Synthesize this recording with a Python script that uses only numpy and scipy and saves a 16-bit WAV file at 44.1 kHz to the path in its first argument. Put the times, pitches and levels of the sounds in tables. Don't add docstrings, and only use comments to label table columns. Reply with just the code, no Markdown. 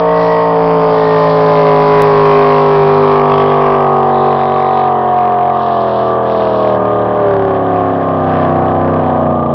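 import sys
import numpy as np
from scipy import signal
from scipy.fft import rfft, irfft
from scipy.io import wavfile
from scipy.ndimage import uniform_filter1d

SR = 44100
rng = np.random.default_rng(int(sys.argv[2]) if len(sys.argv) > 2 else 0)


def to_wav(sig):
    pcm = np.clip(np.atleast_2d(sig), -1, 1) * 32767
    pcm = np.round(pcm).astype(np.int16)
    wavfile.write(sys.argv[1], SR, pcm.T)


N = 420713
TIME = np.arange(N) / SR

# time_s, level_db
BREEZE_LEVEL = [(0, -55.5), (1.5, -42.5), (3, -38), (3.7, -62.5), (6, -60.5), (9.54, -59)]
# time_s, cycle_hz
ENGINE_SPEED = [(0.0, 57.1), (0.29, 56.77), (1.03, 54.4), (1.51, 53.39), (1.75, 52.2), (1.91, 52.32),
                (2.15, 51.36), (2.55, 50.94), (2.82, 50), (2.97, 50.1), (3.67, 49.1), (4.04, 47.43),
                (4.7, 47.1), (5.0, 45.72), (5.63, 44.17), (5.95, 41.77), (6.3, 41.25), (6.8, 37.97),
                (7.15, 37.8), (7.41, 35.3), (8.07, 33.28), (8.34, 31.96), (8.53, 31.7), (8.82, 31.8),
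                (8.98, 31.59), (9.54, 29.29)]
# time_s, astern, gain_db
BOAT_VIEW = [(0, 0.11, 0.53), (2, 0, 2.13), (3.5, 0.51, 0.5), (5, 0.77, 0.28), (6.5, 1, 1),
             (9.54, 0.94, 0.5)]
# harmonic, side_db, half_turned_db, behind_db
STRONG_TONES = [(8, -8, -19, -24), (11, -19.5, -19, -16), (16, -13.5, -16, -19.5), (19, -12.5, -24, -28),
                (21, -8.5, -21, -25.8)]
# harmonic, side_db, behind_db
OTHER_TONES = [(1.0, 1.7, -17), (2.0, -20, -12.5), (3.0, 14.5, -4.5), (4.0, -8, -6.5), (5.0, 19, 8),
               (6.0, -36, 3.5), (7.0, -1, 8), (9.0, 2, 10), (10.0, 5.5, 4), (12.0, 5, -6.5), (13.0, 2.7, 4),
               (14.0, 5, 1.5), (15.0, 0, 0.5), (17.0, 9, 1.9), (18.0, 3.2, -0.5), (20.0, 2.5, 1.3),
               (22.0, 4, 2), (23.0, -3.5, -2.5), (24.0, -3.5, 4.5), (25.0, -6, -8), (26.0, 10, -1),
               (27.0, -13.5, -12), (28.0, -8, 1), (29.0, -18.7, -5.6), (30.0, -4.5, -6.5)]
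# pitch_hz, width_hz, level_db
PIPE_RESONANCES = [(245, 94, 3.5), (347.8, 8.3, -7), (397.4, 43.5, 1.75), (445.3, 58, -4.5), (581, 46, 3),
                   (631.3, 89, 3.5), (723.6, 94, 3), (954, 163, -3.5), (1070.6, 29, -9)]
# pitch_hz, level_db
PIPE_COLOUR = [(50.0, -15), (100.0, 6), (160.0, -6), (300.0, -15.5), (420.0, -6.5), (520.0, -1),
               (620.0, -4.5), (740.0, 1), (880.0, -9), (1020.0, -4.5), (1200.0, -1.5), (1400.0, -24.5),
               (1800.0, -21)]
BREEZE_COLOUR = [(25, -13), (38, -4.5), (52, 7), (70, -9), (120, -23.5)]
SPRAY_COLOUR = [(3900, -20), (4400, 6), (5100, 4), (5500, -16)]
HISS_COLOUR = [(2000, -12), (2600, -4), (3100, 13), (3600, 4), (3950, -1), (4300, -19)]
RASP_COLOUR = [(1200, -27), (1450, 9), (1750, 7), (2050, -6), (2350, -9), (2900, -10)]
CRACK_COLOUR = [(1300, -23), (1700, -6), (1900, 7), (2200, -3), (2550, -9), (2900, -20)]
BARK_COLOUR = [(850, -22), (970, -5.5), (1080, 3), (1200, -1), (1320, -12), (1500, -17)]
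BURBLE_COLOUR = [(30, -31.5), (50, -12.5), (80, -4), (130, 2), (220, 2.5), (300, 4), (420, -27)]
ROAR_COLOUR = [(280, -28.5), (350, -4.5), (420, -5.5), (520, -5), (650, 0), (780, -0.5), (900, -2.5),
               (1000, -10.5), (1100, -24.5)]
# time_s, tones_db, roar_db
EXHAUST_LEVEL = [(0, -28, -26), (1.4, -28, -23.5), (2.6, -26.5, -27), (3.4, -22.5, -26), (4.3, -24, -23),
                 (5.4, -27.5, -28), (6.5, -25.5, -25.5), (8.05, -28, -25.5), (8.3, -24.8, -22),
                 (9.0, -24.8, -21), (9.54, -28, -21.8)]
# time_s, crack_db, throb (0 to 1), bark_db
PIPE_FACING = [(0, -19, 0, -28.5), (1.3, -12, 0.25, -25), (1.9, -10, .3, -26), (2.8, -5, 0.2, -23),
               (3.3, -18, 0.98, -21.5), (3.8, -26, 0.62, -24), (4.4, -30, 0.26, -24.5),
               (7.7, -31, 0.1, -29), (9.54, -31, 0.1, -29)]
# time_s, level_db
RASP_LEVEL = [(0.05, -26.5), (0.76, -33.5), (1.04, -29), (2.88, -29), (3.66, -32), (6.67, -40), (6.72, -36),
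              (8.24, -33), (8.35, -27.5), (8.74, -34.5), (9.06, -33), (9.45, -44)]
# start_s, length_s, level_db
WHINES = [(0.0, 0.6, -30), (0.916, 0.52, -29)]
# start_s, length_s, pitch_hz, width_hz, level_db
SIZZLES = [(0.113, 0.27, 4500, 1400, -41.5), (0.848, 0.94, 3700, 1500, -40), (1.7, 1.55, 3800, 1300, -42),
           (3.22, 0.44, 3170, 450, -37), (4.05, 0.88, 3700, 600, -42.5), (5.497, 0.7, 3350, 1300, -41.5),
           (6.2, 0.6, 3300, 1350, -39.5), (8.25, 0.27, 2969, 700, -44.5)]

NEAR_BANK = (0, 1, 3, 6)
NEAREST_S, NEAREST_M, BOAT_M_PER_S = 1.7, 110, 49


def undb(db):
    return 10 ** (np.asarray(db) / 20)


def unit(x):
    return x / np.sqrt(np.mean(x ** 2))


def curves(table):
    time_s, *columns = np.transpose(table)
    return [np.interp(TIME, time_s, column) for column in columns]


def db_at(spectrum, hz):
    pitch_hz, db = np.transpose(spectrum)
    return np.interp(np.log(hz), np.log(pitch_hz), db)


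def colour(x, spectrum, size=8192):
    hz = np.arange(size // 2 + 1) * SR / size + 1
    octaves_outside = np.abs(np.log2(hz / np.clip(hz, spectrum[0][0], spectrum[-1][0])))
    gain = undb(db_at(spectrum, hz) - np.minimum(24 * octaves_outside, 60))
    cepstrum = irfft(np.log(gain), size)
    cepstrum[size // 2:] = 0
    response = irfft(np.exp(2 * rfft(cepstrum)), size)
    return unit(signal.oaconvolve(x, response)[:N])


def wander(rate_hz, time=TIME):
    knots = rng.standard_normal(2048)
    smooth = signal.resample(knots, 8 * len(knots))
    return np.interp(time * rate_hz * 8, np.arange(len(smooth)), smooth)


def spell(start_s, length_s, fade_s=0.12):
    return np.clip(np.minimum(TIME - start_s, start_s + length_s - TIME) / fade_s, 0, 1)


def firings(cycle, far_bank_db, scatter_db):
    slots = np.arange(1, int(8 * cycle[-1]))
    position = np.interp(slots / 8, cycle, np.arange(N))
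    bank_db = np.where(np.isin(slots % 8, NEAR_BANK), 0, far_bank_db)
    size = undb(bank_db + scatter_db * rng.standard_normal(len(slots)))
    i, part = position.astype(int), position % 1
    return (np.bincount(i, size * (1 - part), N + 1) + np.bincount(i + 1, size * part, N + 1))[:N]


def puffs(pulses, decay_s, steady):
    flare = signal.lfilter([1], [1, -np.exp(-1 / (SR * decay_s))], pulses)
    return (unit(flare) + steady) * rng.standard_normal(N)


def breeze():
    level_db, = curves(BREEZE_LEVEL)
    return colour(rng.standard_normal(N), BREEZE_COLOUR) * undb(level_db + 1.1 * wander(4.0))


def hill_echo(x, first_s, decay_s):
    t = np.arange(2 * SR) / SR
    response = rng.standard_normal(len(t)) * (t > first_s) * np.exp(-t / decay_s)
    echo = signal.fftconvolve(x, response / np.linalg.norm(response))[:N]
    return signal.sosfilt(signal.butter(2, [350, 1300], "band", fs=SR, output="sos"), echo)


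def spray(farther_m, astern, loss_db_per_m=0.2):
    level_db = -43.8 - loss_db_per_m * farther_m - 9.3 * astern
    return colour(rng.standard_normal(N), SPRAY_COLOUR) * undb(level_db)


def hiss(cycle, farther_m, loss_db_per_m=0.016):
    gas = puffs(firings(cycle, far_bank_db=-1.5, scatter_db=3.5), decay_s=0.001, steady=0.22)
    return colour(gas, HISS_COLOUR) * undb(-45.3 - loss_db_per_m * farther_m)


def sizzles(cycle):
    gas = puffs(firings(cycle, far_bank_db=-5.5, scatter_db=2.5), decay_s=0.0012, steady=0.34)
    out = np.zeros(N)
    for start_s, length_s, hz, width_hz, db in SIZZLES:
        band = signal.butter(2, [hz - width_hz / 2, hz + width_hz / 2], "band", fs=SR, output="sos")
        out += unit(signal.sosfilt(band, gas)) * undb(db) * spell(start_s, length_s)
    return out


def gear_whine(cycle, harmonic):
    phase = 2 * np.pi * harmonic * cycle
    level = sum(undb(db) * spell(start_s, length_s) for start_s, length_s, db in WHINES)
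    return level * ((1 + .6 * wander(110)) * np.cos(phase) + 0.45 * wander(110) * np.sin(phase))


def crack_and_rasp(cycle, pulses, astern):
    level_db, = curves(RASP_LEVEL)
    crack_db, _, _ = curves(PIPE_FACING)
    crack = colour(firings(cycle, far_bank_db=-8, scatter_db=1.5), CRACK_COLOUR)
    rasp = colour(puffs(pulses, decay_s=0.0021, steady=0.49), RASP_COLOUR)
    return (crack * undb(crack_db + 1.5) + rasp * undb(12.2 * astern - 10.5)) * undb(level_db)


def bark(cycle, cycle_hz, note_hz=1166):
    _, throb, bark_db = curves(PIPE_FACING)
    swell = (1 + throb * np.cos(2 * np.pi * cycle)) ** 2
    swell /= np.sqrt(uniform_filter1d(swell ** 2, size=SR // 5))
    noise = colour(swell * rng.standard_normal(N), BARK_COLOUR) * undb(bark_db - 0.2)
    from_peak_s = ((cycle + .5) % 1 - .5) / cycle_hz
    note = unit(np.cos(np.pi * cycle) ** 6 * np.sin(2 * np.pi * note_hz * from_peak_s))
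    return noise + note * throb * undb(-17)


def burble(pulses, cycle_hz, astern, ease_below_hz=42, ease_span_hz=4):
    _, roar_db = curves(EXHAUST_LEVEL)
    eased = np.clip((ease_below_hz - cycle_hz) / ease_span_hz, 0, 1)
    level_db = roar_db - 11 + 8.8 * eased - 3.6 * astern
    return colour(puffs(pulses, decay_s=.003, steady=1.0), BURBLE_COLOUR) * undb(level_db)


def roar(pulses):
    _, roar_db = curves(EXHAUST_LEVEL)
    return colour(puffs(pulses, decay_s=0.0019, steady=0.73), ROAR_COLOUR) * undb(roar_db - 1)


def pipe_ring_db(hz):
    gains = (undb(db) / (1 + (2 * (hz - pitch) / width) ** 2) for pitch, width, db in PIPE_RESONANCES)
    return 10 * np.log10(sum(gain ** 2 for gain in gains))


def exhaust_tones(cycle, cycle_hz, astern, half_turned=0.77):
    step = 6
    tones_db, _ = curves(EXHAUST_LEVEL)
    time, cycle, cycle_hz, astern, tones_db = (
        v[::step] for v in (TIME, cycle, cycle_hz, astern, tones_db))
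    strong = {round(k): by_view for k, *by_view in STRONG_TONES}
    others = {round(k): by_view for k, *by_view in OTHER_TONES}
    out = 0
    for harmonic in range(1, 45):
        hz = harmonic * cycle_hz
        pattern = np.exp(-2j * np.pi * harmonic * np.array(NEAR_BANK) / 8).sum()
        shaken = np.sqrt(harmonic / 16)
        flutter = shaken * wander(8.0, time)
        if harmonic in strong:
            view_db = np.interp(astern, [0, half_turned, 1], strong[harmonic])
            db = view_db + pipe_ring_db(hz) + 1.32 * flutter
        else:
            pattern_db = 10 * np.log10(abs(pattern) ** 2 + .5)
            side_db, behind_db = others.get(harmonic, (pattern_db - 15.5, pattern_db - 10.5))
            view_db = side_db + astern * (behind_db - side_db)
            db = tones_db + view_db + db_at(PIPE_COLOUR, hz) + 1.87 * flutter
        smear = 0.04486 * harmonic ** 2
        drift = shaken * 0.73 * wander(3.0, time)
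        phase = 2 * np.pi * harmonic * cycle + np.angle(pattern) + smear + drift
        out += np.sqrt(2) * undb(db) * np.cos(phase)
    return signal.resample_poly(out, step, 1)[:N]


def scene():
    cycle_hz, = curves(ENGINE_SPEED)
    astern, gain_db = curves(BOAT_VIEW)
    farther_m = np.hypot(NEAREST_M, BOAT_M_PER_S * (TIME - NEAREST_S)) - NEAREST_M
    cycle = np.cumsum(cycle_hz * (1 + 0.000801 * wander(14))) / SR
    boat = exhaust_tones(cycle, cycle_hz, astern)
    shimmer = undb(1.3 * wander(9.0))
    pulses = firings(cycle, far_bank_db=-5.0, scatter_db=3.5)
    boat += burble(pulses, cycle_hz, astern) + roar(pulses)
    boat += bark(cycle, cycle_hz) + crack_and_rasp(cycle, pulses, astern)
    boat += shimmer * (hiss(cycle, farther_m) + spray(farther_m, astern))
    boat += sizzles(cycle) + gear_whine(cycle, harmonic=34)
    boat *= undb(gain_db)
    return (breeze() + undb(-16.5) * hill_echo(boat, first_s=0.23, decay_s=0.43) + boat)[None]


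def skip(x, at_s, gap_s, thump_s):
    since_s = TIME - at_s
    gap = np.exp(-(since_s / gap_s) ** 2)
    click = undb(-3.5) * (since_s >= 0) * np.exp(-np.abs(since_s) / thump_s)
    return x * (1 - gap) + click


def record(dry):
    ceiling, hardness = .71, 7.5
    rounded = dry / (1 + np.abs(dry / ceiling) ** hardness) ** (1 / hardness)
    dulled = signal.sosfilt(signal.ellip(7, .2, 70, 5600, fs=SR, output="sos"), rounded)
    flattened = np.clip(dulled, -1.01 * ceiling, 1.01 * ceiling)
    out = skip(flattened, at_s=2.021, gap_s=.002, thump_s=.0008)
    out = signal.sosfilt(signal.butter(1, 12, "high", fs=SR, output="sos"), out)
    return signal.sosfilt(signal.ellip(8, .2, 70, 15800, fs=SR, output="sos"), out)


dry = scene()
out = record(dry)
to_wav(out)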